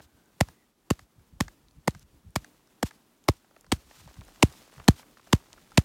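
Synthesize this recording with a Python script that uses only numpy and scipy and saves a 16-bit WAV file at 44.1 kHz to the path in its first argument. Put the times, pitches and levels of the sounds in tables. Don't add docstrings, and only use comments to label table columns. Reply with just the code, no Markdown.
import sys
import numpy as np
from scipy import signal
from scipy.fft import rfft, irfft
from scipy.io import wavfile
from scipy.ndimage import uniform_filter1d

SR = 44100
rng = np.random.default_rng(int(sys.argv[2]) if len(sys.argv) > 2 else 0)


def attenuation_scalar(level_db):
    decades = np.asarray(level_db, float) / 20
    return 10 ** decades


def transcribe(u):
    v = np.clip(np.atleast_2d(u).T, -1, 1)
    q = np.round(v * 32767).astype(np.int16)
    wavfile.write(sys.argv[1], SR, q)


N = 257717

# slap in seconds, strength in dB, glove contact before the slap in ms,
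# slap over crunch in dB, brightness in dB.
PATS = [(0.41, 5.5, 5.2, 13.5, -9.5), (0.908, -5.5, 5.6, 0.5, -2), (1.408, -0.3, 4.79, 9, -7),
        (1.8796, 3.5, 4.9, 13, -13.5), (2.3609, -3, 4.9, 13.5, -5.5), (2.8299, -1.3, 3.0, 10, -9),
        (3.287, 6, 5.1, 19.5, -8.5), (3.724, -0.7, 6.6, 0.5, 0.2), (4.4284, 10, 4.2, 17, -1.5),
        (4.8849, 5, 5.4, 10, 0), (5.3308, 4.5, 4.6, 17, -2), (5.777, 3, 3.1, 7, 2.6)]
# time in seconds, level in dB.
STIR = [(0.0, -76.5), (0.52, -68.5), (0.65, -77), (1.36, -76), (1.53, -74), (2.32, -74.5), (2.47, -68.5),
        (3.12, -74), (3.67, -70), (4.1, -57.5), (4.77, -56.5), (5.07, -62.5), (5.84, -59.5)]
STILL_DB = -73.5
# frequency in Hz, density in dB per Hz.
DUST = [(300, -19.5), (1000, -0.5), (2000, -2.5), (3200, -0.5), (7200, -3), (11000, -9), (15400, -10),
        (15900, -41.5)]
# frequency in Hz, density in dB per Hz.
WIND = [(22, 38), (32, 33), (45, 20), (60, 7), (85, -4), (180, -7), (300, -18), (600, -40), (15000, -90)]


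def coloured(points):
    hz, db = np.transpose(points)
    log_hz = np.log(np.arange(1, N // 2 + 2) * SR / N)
    gain = attenuation_scalar(np.interp(log_hz, np.log(hz), db))
    x = irfft(rfft(rng.standard_normal(N)) * gain, N)
    return x / np.std(x)


def band(x, hz, width_hz):
    return signal.lfilter(*signal.iirpeak(min(hz, .45 * SR), hz / width_hz, fs=SR), x)


def between(x, lo_hz, hi_hz):
    sos = signal.butter(2, [lo_hz, min(hi_hz, .45 * SR)], "band", fs=SR, output="sos")
    return signal.sosfilt(sos, x)


def walk(rate_hz):
    k = int(SR / rate_hz)
    steps = np.repeat(rng.standard_normal(N // k + 1), k)
    return 1.3 * uniform_filter1d(uniform_filter1d(steps, k), k)[:N]


def add(out, start_s, x):
    i = max(int(start_s * SR), 0)
    out[i:i + len(x)] += x[:N - i]


def stirring():
    return np.interp(np.arange(N) / SR, *np.transpose(STIR)) - STILL_DB


def air():
    # time in seconds, level in dB.
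    breeze = [(0, -66.5), (.6, -72), (1.1, -71), (1.45, -61), (2.0, -58.5), (2.3, -62), (2.6, -70.5),
              (3.5, -71), (3.9, -61), (4.4, -63), (4.7, -65), (5.84, -56)]
    # frequency in Hz, density in dB per Hz.
    hush_spectrum = [(100, -3.5), (180, 1), (300, 2.5), (500, -7), (1000, -9.5), (2000, -16), (5000, -20),
                     (15500, -22)]
    hush_db, hush_share, settle_db, settle_s = -66.5, 0.32, -66, 0.081
    dust_db, dust_share = -78, 0.86
    t_s = np.arange(N) / SR
    stir_db = stirring()

    breeze_db = np.interp(t_s, *np.transpose(breeze)) + 25
    wind = coloured(WIND) * attenuation_scalar(breeze_db + 2.5 * walk(20))

    settle = sum((t_s > s) * np.exp(-np.abs(t_s - s) / settle_s) for s, *_ in PATS)
    hush_level = attenuation_scalar(hush_db + hush_share * stir_db) + attenuation_scalar(settle_db) * settle
    hush = coloured(hush_spectrum) * hush_level * attenuation_scalar(1.4 * walk(9) + 1.2 * walk(37))

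    flicker_db = 1.5 * walk(40) + 1.6 * walk(360)
    dust = coloured(DUST) * attenuation_scalar(dust_db + dust_share * stir_db + flicker_db)
    return wind + hush + dust


def whines():
    # start in seconds, end in seconds, level in dB, pitch in Hz.
    strap_tones = [
        (0.0052, .38, -76.5, 1520),
        (.5, .69, -77, 1970),
        (0.021, 4.6, -90, 10100),
    ]
    out = np.zeros(N)
    for start_s, end_s, db, hz in strap_tones:
        noise = rng.standard_normal(int((end_s - start_s) * SR))
        tone = band(band(noise, hz, 190), hz, 190)
        add(out, start_s, attenuation_scalar(db) * tone / np.std(tone) * np.hanning(len(tone)) ** .5)
    return out


def trickle():
    # resonance in Hz, level in dB.
    grain_sizes = [(550, -5), (1000, -4), (1900, -3), (3600, -4), (6800, -5)]
    grains_per_s, grain_db, spread_db, stir_share = 300, -66.5, 5.5, 1.1
    out = 0
    for hz, db in grain_sizes:
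        lands = rng.random(N) < grains_per_s / len(grain_sizes) / SR
        size_db = spread_db * np.minimum(rng.exponential(size=N), 2)
        hits = lands * attenuation_scalar(db + size_db) * rng.choice([-1, 1], N)
        out = out + band(band(hits, hz, 1.1 * hz), hz, 1.1 * hz) * SR / hz / 4
    return out * attenuation_scalar(grain_db + stir_share * stirring())


def buffets():
    # time in seconds, level in dB.
    eddies = [(.02, -60), (.15, -62.5), (0.498, -54.5), (1.019, -56.5), (1.2, -55.5), (1.35, -49),
              (1.458, -46), (1.66, -61), (1.79, -50), (1.968, -48.5), (2.04, -56.5), (2.161, -56),
              (2.278, -47.5), (2.409, -51), (3.351, -65), (3.695, -56), (3.769, -51.5), (3.87, -59.5),
              (4.008, -57), (4.074, -49.5), (4.203, -43), (4.489, -49), (4.8, -47), (4.938, -50.5),
              (5.39, -63)]
    eddy_ms, top_hz_at_55, hz_per_db = 56, 150, 4.5
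    out, wind = np.zeros(N), coloured(WIND)
    shape = np.hanning(int(1.5 * eddy_ms * SR / 1000))
    for s, db in eddies:
        top_hz = top_hz_at_55 + hz_per_db * (db + 55)
        stretch = np.roll(wind, -int(s * SR))[:SR // 2]
        rumble = shape * between(stretch, 55, top_hz)[-len(shape):]
        size = np.std(between(rumble, 70, 300))
        add(out, s - .012 - len(shape) / SR / 2, attenuation_scalar(db - 1.0) * rumble / size)
    return out


def pings():
    # time in seconds, peak in dB, centre in Hz.
    crystals = [(0.2586, -55, 6200), (1.6844, -47.5, 4520), (1.9074, -39, 5050), (1.9948, -45, 6750),
                (2.0284, -49.5, 4500), (2.3063, -50, 7200), (2.8904, -45, 5230), (3.2402, -46, 5020),
                (3.576, -55, 6020), (3.61, -42.5, 7060), (4.21, -41, 3700), (4.2507, -46, 7350),
                (4.2816, -46, 4900), (4.5253, -40, 5030), (4.78, -50, 4120), (4.8429, -44, 4330),
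                (5.175, -49, 3540), (5.5302, -32, 4320), (5.624, -52, 3860), (5.7086, -49, 4900)]
    out = np.zeros(N)
    t_ms = np.arange(SR // 100) / SR * 1000
    for s, db, hz in crystals:
        burst = rng.standard_normal(len(t_ms)) * np.exp(-t_ms / 0.9)
        snap = between(burst, 0.62 * hz, 1.67 * hz)
        add(out, s, attenuation_scalar(db) * snap / np.abs(snap).max())
    return out


def rustles():
    # start in seconds, end in seconds, level in dB.
    slides = [
        (0, 0.074, -66.5),
        (1.99, 2.04, -72.5),
        (2.838, 2.903, -57.5),
        (3.725, 3.776, -60.5),
        (3.84, 4.11, -64),
        (4.5, 4.56, -78),
        (4.484, 4.706, -68),
        (4.952, 5.043, -60),
    ]
    lift_after_s, lift_s, lift_db, rustle_hz = 0.0083, 0.16, -72.5, 4700
    out = np.zeros(N)
    hiss = coloured(DUST) * attenuation_scalar(2.6 * walk(64) + 0.82 * walk(500))
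    lifts = [(s + lift_after_s, s + lift_after_s + lift_s, lift_db) for s, *_ in PATS]
    for start_s, end_s, db in [*lifts, *slides]:
        part = hiss[int(start_s * SR):int(end_s * SR)]
        grainy = band(part, rustle_hz, 4.4 * rustle_hz) + .6 * part
        add(out, start_s, attenuation_scalar(db) * grainy * signal.windows.tukey(len(part), .75))
    return out


def ticks():
    # time in seconds, peak in dB.
    glove_peels = [
        (0.485, -37),
        (0.991, -37),
        (1.48, -35),
        (1.948, -38.5),
        (2.444, -36),
        (2.908, -40.5),
    ]
    # time in seconds, peak in dB, snap over knock in dB.
    snow_crumbs = [(0.002, -39.5, -34), (0.429, -44, -20), (1.194, -56.5, -6.5), (1.709, -57, 1),
                   (2.672, -56.5, 2), (3.444, -51, -32), (3.509, -51, -11), (3.563, -42, -12),
                   (3.643, -46, -11), (3.664, -50.5, -1.5), (3.91, -42, -24), (3.969, -53, -2),
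                   (4.075, -41, -6), (4.089, -47, -13), (4.141, -56, 11), (4.167, -53, -19),
                   (4.214, -41.5, -35), (4.281, -46.5, -24), (4.358, -51, 2), (4.778, -47, -19),
                   (4.797, -36, -24), (4.994, -41.5, -6), (5.028, -43, -24), (5.17, -45, -24.5),
                   (5.195, -44, -21), (5.271, -42, -10), (5.535, -46.5, -13), (5.578, -46.5, -13),
                   (5.717, -43, -4)]
    peel_snap_db, peel_hz, crumb_hz = -3, 1090, 885
    events = [(*p, peel_snap_db, peel_hz) for p in glove_peels]
    events += [(*c, crumb_hz) for c in snow_crumbs]
    out = np.zeros(N)
    t_ms = np.arange(SR // 40) / SR * 1000
    for s, db, snap_db, hz in events:
        burst = rng.standard_normal(len(t_ms)) * t_ms / 1.2 * np.exp(1 - t_ms / 1.52)
        knock = between(burst, .5 * hz, 1.9 * hz)
        snap = between(burst * np.exp(-t_ms / 3), 1800, 6500)
        tick = knock / np.abs(knock).max() + attenuation_scalar(snap_db) * snap / np.abs(snap).max()
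        add(out, s + 0.00045, attenuation_scalar(db) * tick)
    return out


def cushions():
    puff_db, puff_ms, puff_hz = -59, 13, 450
    out = np.zeros(N)
    k = int(puff_ms * SR / 1000)
    for s, db, lead_ms, *_ in PATS:
        puff = between(rng.standard_normal(k), .4 * puff_hz, 1.8 * puff_hz)
        level = attenuation_scalar(puff_db + .6 * db) / np.std(puff)
        add(out, s - lead_ms / 1000 - k / SR, level * puff * np.linspace(0, 1, k))
    return out


def shoves():
    # palm in seconds, peak in dB, contact in ms, fingers earlier by ms, fingers in dB.
    palm_shoves = [(0.4121, -6.5, 0.57, 1.13, -10.5), (0.9099, -3, 0.28, 4.26, -21.5),
                   (1.409, -6, 0.35, 4.6, -18.5), (1.882, -6.5, .3, 6.0, -15),
                   (2.3635, -16, 0.29, 1.02, -17), (2.8352, -9, 0.66, 3.9, -15.5),
                   (3.2911, -2.5, 0.2, 3.0, -4), (3.7263, -5.5, 0.34, 3.83, -10),
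                   (4.4344, 3, 0.42, 3.2, -6.5), (4.8866, 6.5, 0.64, 4.37, -5.5),
                   (5.3341, 1.5, 0.8, 3.6, -17), (5.781, 1.5, 0.31, 1.46, -4.5)]
    finger_ms, rebound_share, rebound_hz = .75, 0.27, 70
    out = np.zeros(N)
    t_ms = np.arange(SR // 30) / SR * 1000

    def pulse(db, ms):
        return -attenuation_scalar(db - 0.64) * t_ms / (ms + 0.2) * np.exp(1 - t_ms / (ms + .25))

    for s, db, contact_ms, early_ms, finger_db in palm_shoves:
        add(out, s - .0002, pulse(db, contact_ms))
        add(out, s - .0002 - early_ms / 1000, pulse(finger_db, finger_ms))
    lag = np.exp(-2 * np.pi * rebound_hz / SR)
    rebound = rebound_share * signal.lfilter([1 - lag], [1, -lag], out)
    return uniform_filter1d(out - rebound, size=36)


def blade(force):
    # mode in Hz, width in Hz, level in dB.
    sheet_modes = [(330, 160, -2), (600, 250, -3), (820, 350, 0), (1150, 400, -4), (1900, 450, -2),
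                   (2620, 300, -5), (3070, 400, -5), (4400, 1000, -6), (6440, 500, -9), (7470, 600, -10),
                   (10500, 4000, -14)]
    stretch = 1 + .04 * rng.standard_normal(len(sheet_modes))
    return sum(attenuation_scalar(db) * band(force, hz * k, width_hz)
               for (hz, width_hz, db), k in zip(sheet_modes, stretch))


def shade(x, tone_db):
    group_edges_hz = (320, 1100, 2300, 4500, 9000, 16500)
    spectrum = rfft(x)
    group = np.digitize(np.arange(len(spectrum)) * SR / len(x), group_edges_hz)
    gain = np.zeros(len(spectrum))
    for k, db in enumerate(tone_db):
        inside = group == k + 1
        energy = 2 * np.sum(np.abs(spectrum[inside]) ** 2) / len(x)
        gain[inside] = attenuation_scalar(db) / np.sqrt(energy)
    return irfft(spectrum * uniform_filter1d(gain, size=40), len(x))


def slaps():
    # frequency in Hz, density in dB per Hz.
    crunch_spectrum = [(300, -4), (900, 0), (2000, -2), (4000, -4), (7000, -6), (10000, -11), (15500, -15),
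                       (16500, -35)]
    mode_db = (2.06, -0.44, 0.63, -0.8, -9)
    bright_share, strength_share = (0, 0.19, 0.97, 0.54, .4), (0.81, 0.82, 1, 0.66, 0.59)
    crunch_ms = 7.6
    out, spray = np.zeros(N), np.zeros(N)
    t_ms = np.arange(SR // 4) / SR * 1000
    onset = np.minimum(t_ms / .3, 1)
    for s, db, lead_ms, hard_db, bright_db in PATS:
        tone_db = np.add(mode_db, np.multiply(strength_share, db) + np.multiply(bright_share, bright_db))

        size_db = 3.0 * uniform_filter1d(rng.exponential(size=len(t_ms)), size=8)
        grains = attenuation_scalar(size_db) * rng.standard_normal(len(t_ms))
        swell_db = 7 * np.minimum(t_ms / lead_ms - 1, 0) - .7 * np.maximum(t_ms - lead_ms, 0)
        fade = 1 / (1 + np.exp(np.minimum((t_ms - crunch_ms + .5) / .6, 50)))
        crunch = between(grains, 1200, 17000) * onset * attenuation_scalar(swell_db) * fade

        impact = (t_ms > lead_ms - .6) * np.exp(-np.abs(t_ms - lead_ms) / .8)
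        slap = between(impact * rng.standard_normal(len(t_ms)), 300, 6000)

        force = crunch + attenuation_scalar(hard_db + 2.5) * slap
        ring = blade(force) + .6 * between(force, 300, 11000)
        add(out, s - (lead_ms + .1) / 1000, onset * (t_ms < 100) * shade(ring, tone_db))

        fast = attenuation_scalar(tone_db[3] - 33.5) * np.exp(-t_ms / 6)
        slow = attenuation_scalar(tone_db[3] - 45.5) * np.exp(-t_ms / 25)
        add(spray, s, fast + slow)
    return out + spray * coloured(crunch_spectrum) * attenuation_scalar(3.0 * walk(250))


def scene():
    background = air() + whines() + trickle() + buffets()
    loose_snow = pings() + rustles() + ticks()
    pats = cushions() + shoves() + slaps()
    return (background + loose_snow + pats)[None]


def top_cut(x):
    return signal.sosfilt(signal.butter(12, 16830, fs=SR, output="sos"), x)


def record(dry):
    cut_hz, cut_q, smear_hz = 56.7, 0.68, 128
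    w, v = 2 * np.pi * cut_hz, 2 * np.pi * smear_hz
    cut = np.hstack(signal.bilinear([1, 0, 0], [1, w / cut_q, w * w], SR))
    smear = np.hstack(signal.bilinear([1, 0, -v * v], [1, 2 * v, v * v], SR))
    swept = signal.sosfilt([cut, cut, cut, smear, smear, smear], dry)
    heard = 1.1 * np.tanh(swept / 1.1)
    top = signal.ellip(8, .2, 60, 16250, fs=SR, output="sos")
    return top_cut(signal.sosfilt(top, heard))


dry = scene()
out = record(dry)
transcribe(out)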